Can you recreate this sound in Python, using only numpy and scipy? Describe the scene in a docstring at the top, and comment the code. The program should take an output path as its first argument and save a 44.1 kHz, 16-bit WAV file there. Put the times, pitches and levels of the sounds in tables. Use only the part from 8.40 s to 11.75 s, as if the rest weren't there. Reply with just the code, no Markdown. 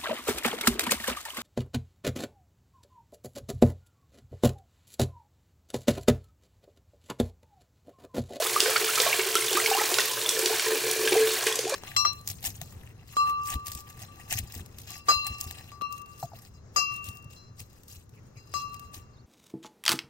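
"""A faucet stream falls into a shallow pool in a ceramic sink: lumpy noise of spatter, fizz and low splashing.
Damped sines make its bubbles, short noise bursts its slaps, as a cloth is wetted at the edge of the stream.
Knocks and gulps of air ring the drain. The spatter breaks off briefly after 1 s; near the end the tap is
turned down, the top treble fades and the spatter sinks, then returns in the last tenth of a second.
Filtered noise makes a faint hum and room air; a dense echo makes the small hard room."""
import sys
import numpy as np
from scipy import signal
from scipy.fft import rfft, irfft
from scipy.io import wavfile
from scipy.ndimage import map_coordinates

SR = 44100
rng = np.random.default_rng(int(sys.argv[2]) if len(sys.argv) > 2 else 0)


def to_wav(sig):
    """Store sig (one row per channel, or 1-D mono) as 16-bit WAV at the path in sys.argv[1].

    Samples outside -1..1 are clipped; the rate is SR.
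    """
    pcm = np.clip(np.atleast_2d(sig), -1, 1) * 32767
    pcm = np.round(pcm).astype(np.int16)
    wavfile.write(sys.argv[1], SR, pcm.T)  # frames by channels


N = 147735


def undb(db):
    """Decibels to gain."""
    return 10 ** (np.asarray(db) / 20)


def level(x, db):
    """Set the rms level."""
    return x * undb(db) / np.sqrt(np.mean(x ** 2))


def curve(table, axis=1):
    """One column of a time table, per sample."""
    rows = np.array(table)
    return np.interp(np.arange(N) / SR, rows[:, 0], rows[:, axis])


def frequencies():
    """Spectrum bins in Hz, kept above zero."""
    return np.maximum(np.fft.rfftfreq(N, 1 / SR), 1)


def colour(x, points):
    """Filter by a (Hz, dB) outline, interpolated over log frequency."""
    hz, db = np.array(points).T
    gain = undb(np.interp(np.log(frequencies()), np.log(hz), db))
    return irfft(rfft(x) * gain, N)


def resonate(x, hz, width_hz):
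    """Two-pole resonance, gain 1 at the centre."""
    b, a = signal.iirpeak(hz, hz / min(width_hz, SR / 4), fs=SR)
    return signal.lfilter(b, a, x)


def add(out, start_s, sound):
    """Mix a sound in at a time."""
    i = int(np.clip(start_s * SR, 0, N - 1))
    out[i:i + len(sound)] += sound[:N - i]


def burst(rise_s, decay_s):
    """Times and envelope of a quick rise and an exponential fall."""
    t = np.arange(int(SR * min(7 * decay_s, 1))) / SR
    return t, (1 - np.exp(-t / rise_s)) * np.exp(-t / decay_s)


def bubble(hz, rise_s, decay_s, octaves_per_s):
    """Damped sine; its pitch climbs as the bubble nears the surface."""
    t, env = burst(rise_s, decay_s)
    pitch_hz = np.minimum(hz * 2 ** (octaves_per_s * t), SR / 2)
    return env * np.sin(2 * np.pi * np.cumsum(pitch_hz) / SR)


# Outline of the room air. Each row: frequency in Hz, gain in dB.
AIR_OUTLINE = [(20, -23), (42, -13), (56, -2), (72, -4), (100, 4.5), (145, 2.5), (200, -0.5), (400, -2.5),
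               (2000, -35)]
AIR_DB, AIR_SIDE_DB = -61, -19  # side is relative to mid
HUM_HZ, HUM_WIDTH_HZ, HUM_DB = 122.5, 10.6, -59


def background():
    """Wavering hum (narrow-band noise) over faint room air, a little different at each ear."""
    def air():
        """One draw of hum and air."""
        hum = resonate(rng.standard_normal(N), HUM_HZ, HUM_WIDTH_HZ)
        hum = resonate(hum, HUM_HZ, 2 * HUM_WIDTH_HZ)
        hiss = colour(rng.standard_normal(N), AIR_OUTLINE)
        return level(hum, HUM_DB) + level(hiss, AIR_DB)
    return air() + undb(AIR_SIDE_DB) * air() * np.array([[1], [-1]])


ROOM_T60_S, SIDE_HZ, SIDE_GAIN = 0.49, 690, 0.55


def reflections(x):
    """Dense fading echo of the room, alike left and right in the bass."""
    t = np.arange(SR // 2) / SR
    fade = undb(-60 * t / ROOM_T60_S) * (t > .0007)
    mid, side = rng.standard_normal((2, len(t))) * fade
    side = SIDE_GAIN * signal.lfilter(*signal.butter(1, SIDE_HZ, "high", fs=SR), side)
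    response = np.array([mid + side, mid - side]) / np.sqrt(np.sum(mid ** 2))
    return signal.fftconvolve(x[None], response, axes=1)[:, :N]


# Resonances of the basin. Each row: frequency in Hz, width in Hz, gain in dB.
BASIN_MODES = [(513, 10, -28), (739, 16, 0.5), (1018, 18, -3.5), (1694, 230, -10), (2310, 23, -35)]


def ring_basin(running):
    """The ceramic rings along with the running water."""
    return running + sum(undb(db) * resonate(running, hz, width_hz) for hz, width_hz, db in BASIN_MODES)


def low_cut(x):
    """The small basin radiates little bass: steep fall below 320 Hz."""
    return signal.sosfilt(signal.butter(4, 320, "high", fs=SR, output="sos"), x)


# Place of the water. Each row: time in seconds, left minus right in dB.
PLACE = [(0, -2), (1.5, -1.5), (3.35, -0.5)]


def pan(x):
    """Level difference between the ears."""
    pan_db = curve(PLACE)
    return x * undb(np.array([pan_db, -pan_db]) / 2)


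LUMP_HZ, LUMP_JITTER, LUMP_SPREAD_DB = 48.03, .3, 2.5  # 1 / median gap; log spread of the gaps
LUMP_RISE_S, LUMP_FALL_S = .003, .005


def lumps():
    """Force of the stream on the pool: a loose train of short uneven surges."""
    jitter, size = rng.standard_normal((N // 200, 2)).T
    starts_s = np.cumsum(np.exp(LUMP_JITTER * jitter)) / LUMP_HZ
    sizes_db = LUMP_SPREAD_DB * np.clip(size, -2, 1)
    force, env = np.zeros(N), burst(LUMP_RISE_S, LUMP_FALL_S)[1]
    for start_s, db in zip(starts_s, sizes_db):
        add(force, start_s, undb(db) * env)
    return level(force, 0)


DROPLETS_PER_S = 7000


def droplets():
    """Dense tiny impacts of equal size and random sign."""
    hit = rng.random(N) < DROPLETS_PER_S / SR
    return hit * np.sign(rng.standard_normal(N))


DRAIN_WANDER, WANDER_PER_S = 0.0057, 18.5  # rms share of the pitch, rate


def wander(x):
    """The water level in the drain bobs and bends its pitch at random."""
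    bend = level(resonate(rng.standard_normal(N), WANDER_PER_S, WANDER_PER_S), 0) * DRAIN_WANDER
    return map_coordinates(x, [np.arange(N) + np.cumsum(bend)], mode="nearest")


# Resonances of the drain's hollow. Each row: frequency in Hz, T60 in seconds, gain in dB.
DRAIN_MODES = [(287, 0.094, -10), (359.3, 0.32, -7.5), (377, 0.21, -8.5), (438.6, 0.42, 3),
               (441, 0.52, -24), (529, 0.084, -18)]


def ring_drain(x):
    """Ring the hollow of the drain."""
    out = np.zeros(N)
    for hz, t60_s, db in DRAIN_MODES:
        width_hz = np.log(1000) / np.pi / t60_s
        out += undb(db) * resonate(x, hz, width_hz)
    return out


# Gulps of air. Each row: start in seconds, level in dB, starting pitch in Hz, decay in seconds.
AIR_GULPS = [(0.169, -30, 373, 0.016), (.226, -21.5, 383, 0.01), (0.259, -21, 458, 0.0095),
             (0.28, -19.5, 508, 0.0094), (0.411, -29, 400, .011), (0.431, -22.5, 424, 0.012),
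             (.599, -21, 492, .011), (.74, -31.5, 430, 0.0065), (.788, -20, 384.5, 0.012),
             (.862, -26.5, 384, 0.017), (0.953, -22, 397, 0.0082), (.985, -25.5, 375, 0.0052),
             (1.113, -27, 423, 0.026), (1.148, -19.5, 355, 0.0099), (1.24, -26, 430, 0.016),
             (1.286, -27, 426, 0.019), (1.384, -27.5, 390, 0.0079), (1.518, -26.5, 356, 0.018),
             (1.584, -25.5, 411.6, 0.0095), (1.97, -28, 483, .01), (1.99, -23.5, 512, 0.0069),
             (2.028, -27, 354, 0.017), (2.059, -23.5, 369, 0.012), (2.106, -24, 417, 0.0087),
             (2.264, -26.5, 432.4, 0.029), (2.352, -28, 440, 0.01), (2.479, -25, 421.3, 0.016),
             (2.7198, -11.5, 383, .006), (2.731, -17, 374, 0.012), (2.762, -14.5, 433, 0.017),
             (2.791, -27.5, 444, 0.0054), (3.065, -17.5, 427, 0.006), (3.19, -20.5, 473, 0.0075),
             (3.241, -19, 405, 0.0033), (3.254, -22, 410, 0.0035)]
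# How hard the stream rings the drain. Each row: time in seconds, gain in dB.
DRAIN_DRIVE_CURVE = [(0, -2), (.3, 5), (.55, -4), (.85, 0.5), (1.3, -1.5), (1.5, -8.5), (1.85, 0),
                     (2.2, -1.5), (2.5, 8), (2.85, 12), (3.0, -1), (3.35, 2)]
DRAIN_DB = -38  # before the drive curve
KNOCKS_PER_S, KNOCK_SPREAD_DB = 110, 4.5
GULP_RISE_S, GULP_OCTAVES_PER_S, GULP_RING_GAIN = 0.00085, 2.7, 2.27


def drain(force):
    """Small knocks of the stream keep the drain's hollow ringing; gulps of air ring it too."""
    gulps = np.zeros(N)
    for start_s, db, hz, decay_s in AIR_GULPS:
        add(gulps, start_s, undb(db) * bubble(hz, GULP_RISE_S, decay_s, GULP_OCTAVES_PER_S))
    hit = rng.random(N) < KNOCKS_PER_S / SR * force / force.mean()
    knocks = hit * undb(KNOCK_SPREAD_DB * rng.standard_normal(N))
    steady = level(ring_drain(colour(knocks, SPLASH_OUTLINE)), DRAIN_DB)
    steady = steady * undb(curve(DRAIN_DRIVE_CURVE))
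    return wander(steady) + gulps + GULP_RING_GAIN * ring_drain(gulps)


# Slaps and sloshes. Each row: start in seconds, level in dB, centre in Hz, decay in seconds.
WATER_SLAPS = [(0.2037, -9.5, 4430, 0.0017), (0.258, -15.5, 1260, 0.0036), (.295, -30, 980, 0.024),
               (.36, -16, 2000, 0.0034), (0.366, -20.5, 4100, 0.0027), (0.477, -23, 2200, 0.0074),
               (0.5548, -18, 5170, 0.006), (0.6, -30.5, 560, 0.016), (0.6, -13, 3940, 0.0032),
               (0.618, -13.5, 8050, 0.0024), (0.3005, -19, 9100, 0.0022), (2.871, -21, 2400, .004),
               (3.278, -24, 5000, .002), (.658, -31.5, 870, 0.045), (.666, -21.5, 3100, 0.0044),
               (0.794, -21.5, 1850, 0.0068), (.9535, -13, 6160, 0.0018), (0.9536, -23, 1410, 0.0022),
               (1.129, -16, 4400, 0.004), (1.153, -17.5, 1840, 0.0032), (1.171, -20.5, 7000, 0.0036),
               (1.26, -18, 4290, 0.0043), (1.656, -18, 13000, .0015), (1.516, -26, 900, 0.0055),
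               (1.514, -25, 7200, 0.0083), (1.541, -20, 4500, 0.0036), (1.583, -24, 630, 0.0065),
               (1.5852, -15.5, 3430, 0.0039), (1.604, -18.5, 4220, 0.0046), (1.815, -19.5, 3850, 0.0019),
               (1.89, -13, 5460, 0.0037), (1.9916, -13, 8400, 0.0018), (2.0573, -16.5, 4450, 0.0041),
               (2.128, -36.5, 1140, 0.035), (2.196, -16.5, 3520, 0.0031), (2.304, -28.5, 650, 0.0083),
               (2.512, -17, 7700, 0.0026), (2.675, -24.5, 4700, 0.0042), (2.674, -19, 2100, 0.0046),
               (2.72, -30, 573, 0.0095), (2.735, -31, 650, 0.0033), (2.721, -23, 3020, .009),
               (2.748, -46, 660, 0.026), (2.82, -26, 9100, .002), (3.067, -17.5, 7200, .0035),
               (3.069, -18.5, 2340, 0.0054), (3.125, -21.5, 7950, 0.0028), (3.155, -18.5, 6340, 0.0038),
               (3.1898, -20, 6100, 0.004), (3.189, -27, 2300, .003), (3.294, -25, 6300, 0.0075),
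               (3.299, -36, 900, 0.018), (3.341, -19.5, 3780, 0.0018)]
SLAP_WIDTH, SLAP_RISE_S = 0.99, 0.00046  # width as a share of the centre
SLAP_GRAIN_DB, CONTACT_GAIN = 8, 0.51


def slaps():
    """Heavier drops crack on wet ceramic or slosh in the pool: sharp contact plus grainy noise burst."""
    out = np.zeros(N)
    for start_s, db, hz, decay_s in WATER_SLAPS:
        def tone(x):
            """Band of this slap."""
            return resonate(resonate(x, hz, hz * SLAP_WIDTH), hz, 2 * hz * SLAP_WIDTH)
        env = burst(SLAP_RISE_S, decay_s)[1]
        sign, size = rng.standard_normal((2, SR))
        grains = np.sign(sign) * undb(SLAP_GRAIN_DB * size)
        splash = env * level(tone(grains), 0)[:len(env)]
        contact = tone(signal.unit_impulse(len(env)))
        contact = CONTACT_GAIN * contact / np.abs(contact).max()
        add(out, start_s, undb(db) * (splash + contact))
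    return out


# Each row: start in seconds, starting pitch in Hz, level in dB before BUBBLE_TRIM_DB,
# decay in seconds, rise in octaves per second.
LARGE_BUBBLES = [(.001, 593, -16.5, 0.012, 14.5), (0.06, 1086, -25, 0.012, 35.5),
                 (0.162, 1155, -9, 0.0084, 8.5), (.203, 3400, -21, 0.0037, 1),
                 (.359, 1280, -12, 0.0088, 19), (.362, 2130, -12, 0.0027, 18),
                 (.365, 4360, -10, 0.0027, 22), (0.489, 1296, -20.5, 0.0096, 15),
                 (0.575, 1290, -16, 0.0083, 1), (0.584, 2300, -15, 0.0035, 3),
                 (.633, 1830, -16, 0.0051, 16), (.664, 663, -13.5, 0.005, 0),
                 (0.666, 1084, -21, 0.015, 2.5), (0.728, 2200, -12.5, 0.0069, 13),
                 (0.729, 2700, -10, 0.0025, 3), (0.741, 1630, -24, 0.0086, 13),
                 (.954, 1299, -13.5, 0.01, 6.5), (0.965, 2970, -13, 0.0043, 36), (1.01, 9560, -16, .003, 1),
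                 (1.082, 3450, -15.5, 0.0034, 16), (1.171, 1154, -12, 0.011, 10.5),
                 (1.2, 1910, -11, 0.0028, 19), (1.096, 2750, -19, .003, 17), (1.2605, 2190, -9, 0.0034, 9),
                 (1.314, 790, -12.5, 0.012, -1), (1.339, 2800, -13, 0.0047, 1.5),
                 (1.349, 764, -17, 0.015, 6), (1.374, 1007, -18.5, 0.012, 5),
                 (1.386, 1240, -22.5, 0.011, 5), (1.41, 808, -17, 0.009, 9), (1.418, 1260, -21, 0.008, 8),
                 (1.585, 1370, -15, 0.007, 18), (1.595, 1880, -14.5, 0.0054, 4),
                 (1.861, 3440, -11, 0.0028, 7), (1.966, 1750, -20.5, .005, -2),
                 (2.098, 690, -27, 0.017, 13.5), (2.128, 865, -23.5, 0.014, 4),
                 (2.141, 1730, -22, 0.0052, 5), (2.195, 2200, -18, 0.0028, 13), (2.263, 956, -23, .008, 9),
                 (2.306, 510, -23, 0.0054, 2), (2.316, 1780, -20, 0.0047, 5),
                 (2.674, 1645, -18.5, 0.0098, 4), (2.681, 2550, -18, 0.0043, 7.5),
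                 (2.693, 8950, -11, 0.0021, 3), (2.727, 2270, -13.5, 0.0029, 5),
                 (2.722, 700, -20, 0.0054, 26), (2.753, 693, -16.5, 0.009, 13),
                 (2.822, 1663, -25, 0.015, 1.5), (3.125, 3330, -13, 0.0022, 15),
                 (3.209, 9600, -19, .002, 0), (3.268, 695, -26, 0.024, 12.5), (3.322, 523, -17, 0.011, 5),
                 (3.338, 996, -21.5, 0.011, 27)]
BUBBLE_RISE_S, BUBBLE_TRIM_DB = 0.00056, -2.5
BUBBLE_LIFE = 2.85  # decay times until the burst


def large_bubbles():
    """Plips of larger air pockets: gliding damped sines, cut off as they burst at the surface."""
    out = np.zeros(N)
    for start_s, hz, db, decay_s, octaves_per_s in LARGE_BUBBLES:
        ring = bubble(hz, BUBBLE_RISE_S, decay_s, octaves_per_s)
        age = np.arange(len(ring)) / SR / (BUBBLE_LIFE * decay_s)
        alive = 1 / (1 + age ** 8)
        add(out, start_s, undb(db + BUBBLE_TRIM_DB) * ring * alive)
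    return out


MAX_OCTAVES_PER_CYCLE = 0.01306


def swarm(force, per_s, range_hz, cycles, spread_db):
    """Random bubbles, denser in the wake of each lump; few are loud."""
    out, share = np.zeros(N), np.cumsum(force) / np.sum(force)
    low_hz, high_hz = range_hz
    for when, pitch, size, glide in rng.random((int(per_s * N / SR), 4)):
        hz = low_hz * (high_hz / low_hz) ** pitch
        gain = undb(-spread_db * np.log(size + 0.016))
        ring = bubble(hz, 2 / hz, cycles / hz, glide * hz * MAX_OCTAVES_PER_CYCLE)
        add(out, np.searchsorted(share, when) / SR, gain * ring)
    return out


PING_DB, GURGLE_DB = -42, -48.5  # before the flow curves


def tiny_bubbles(force):
    """High pings and lower gurgles of small bubbles in the pool."""
    pings = swarm(force, per_s=270, range_hz=(1765, 14600), cycles=7.7, spread_db=5)
    gurgles = swarm(force, per_s=53, range_hz=(521, 1697), cycles=12, spread_db=1.5)
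    pings = level(pings, PING_DB) * undb(curve(FLOW_CURVES, axis=2))
    gurgles = level(gurgles, GURGLE_DB) * undb(curve(FLOW_CURVES, axis=3))
    return pings + gurgles


# Limits of the independently surging bands, in Hz.
SPRAY_BAND_EDGES = [0, 800, 1500, 2600, 4300, 6800, 10500, 22050]
# Width of the spray. Each row: frequency in Hz, side minus mid in dB.
SPRAY_WIDTH = [(300, 7), (1000, -53), (4000, -18.5), (12000, -9)]
SHARED_LUMPS = 0.27  # share of the pulsing common to all bands


def spray(force, steady, outline, db):
    """Stereo droplets; each band follows the stream partly and partly surges by itself."""
    f, spectra = np.fft.rfftfreq(N, 1 / SR), 0
    drops = np.array([droplets(), droplets()])
    for low_hz, high_hz in zip(SPRAY_BAND_EDGES, SPRAY_BAND_EDGES[1:]):
        surge = SHARED_LUMPS * force + (1 - SHARED_LUMPS) * lumps() + steady
        spectra = spectra + rfft(drops * surge) * (f >= low_hz) * (f < high_hz)
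    mid, side = (colour(x, outline) for x in irfft(spectra, N))
    side = colour(side, SPRAY_WIDTH)
    return level(np.array([mid + side, mid - side]), db)


# Running water. Each row: time in seconds, gain of the spatter in dB, of the fizz and pings in dB,
# of the low splashing and gurgles in dB.
FLOW_CURVES = [(0, -38, 2.5, 12.5), (.13, 1, 0, -2.5), (.45, -0.5, 1, 0), (.62, 3, 3, 5.5),
               (.9, -2, -0.5, -0.5), (1.07, -37, 0.5, 0), (1.17, 4, 1.5, 6), (1.4, 1, 2, 3.5),
               (1.75, -8.5, -1.5, 2.5), (2.15, 0.5, 0, -0.5), (2.6, 1, -1, -1.5), (2.75, 1.5, 0, -2.5),
               (3.0, 2, -.5, 1.5), (3.09, -5, 0.5, 3.5), (3.15, -18, -7, 1), (3.23, -21, -6, -7.5),
               (3.35, 7.5, -9, 0)]
# Outlines of spatter, fizz and low splashing. Each row: frequency in Hz, gain in dB.
SPATTER_OUTLINE = [(250, -23), (600, 18), (1200, 3), (1750, 22), (2050, -36), (2350, 26), (3300, -19),
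                   (4300, 21), (5000, -5), (7500, -4), (10000, -11), (12000, -29), (16000, 11)]
FIZZ_OUTLINE = [(300, -15), (1500, 0), (3000, 3.5), (5000, 1.5), (8000, 1.5), (11000, -1.5), (12500, -4),
                (16000, -2)]
SPLASH_OUTLINE = [(150, -24), (260, -7.5), (340, 5), (520, 4), (650, -17.5), (780, -9), (1100, 5),
                  (1500, -32), (2500, -12), (6000, -45)]
SPATTER_DB, FIZZ_DB, SPLASH_DB = -38, -29.5, -44.5  # before the flow curves
FIZZ_STEADY, BETWEEN_LUMPS = 1, 0.49  # steady force added to the lumps


def stream(force):
    """Spatter, fine fizz and low splashing: droplet noise pulsing with the lumps."""
    spatter = spray(force, BETWEEN_LUMPS, SPATTER_OUTLINE, SPATTER_DB)
    fizz = spray(force, FIZZ_STEADY, FIZZ_OUTLINE, FIZZ_DB)
    splash = level(colour(droplets() * (force + BETWEEN_LUMPS), SPLASH_OUTLINE), SPLASH_DB)
    spatter = spatter * undb(curve(FLOW_CURVES, axis=1))
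    fizz = fizz * undb(curve(FLOW_CURVES, axis=2))
    splash = splash * undb(curve(FLOW_CURVES, axis=3))
    return spatter + fizz + splash


CLOSING_S, CLOSED_S, CLOSED_TREBLE_DB, CLOSING_HZ = 2.96, 3.4, -16, 8900  # ramp outlasts the sound


def close_tap(x):
    """A weak stream loses its finest spray: the treble fades as the tap is turned down."""
    treble = irfft(rfft(x) / (1 + (CLOSING_HZ / frequencies()) ** 8), N)
    db = np.interp(np.arange(N) / SR, [CLOSING_S, CLOSED_S], [0, CLOSED_TREBLE_DB])
    return x + (undb(db) - 1) * treble


RUNNING_ROOM_DB, SLAP_ROOM_DB, BUBBLE_ROOM_DB = -11, -3, -11  # sends to the room


def scene():
    """Water in the basin, a little to the right, in a small hard room."""
    force = lumps()
    running = ring_basin(close_tap(stream(force) + tiny_bubbles(force)))
    cracks, plips = slaps(), large_bubbles()
    sent = undb(RUNNING_ROOM_DB) * running.mean(axis=0)
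    sent = sent + undb(SLAP_ROOM_DB) * cracks + undb(BUBBLE_ROOM_DB) * plips
    near = running + cracks + plips + reflections(sent)
    return low_cut(pan(near) + drain(force)) + background()


def record(dry):
    """The recorder cuts the top above 15750 Hz."""
    return signal.sosfilt(signal.ellip(10, .2, 70, 15750, fs=SR, output="sos"), dry)


dry = scene()
out = record(dry)
to_wav(out)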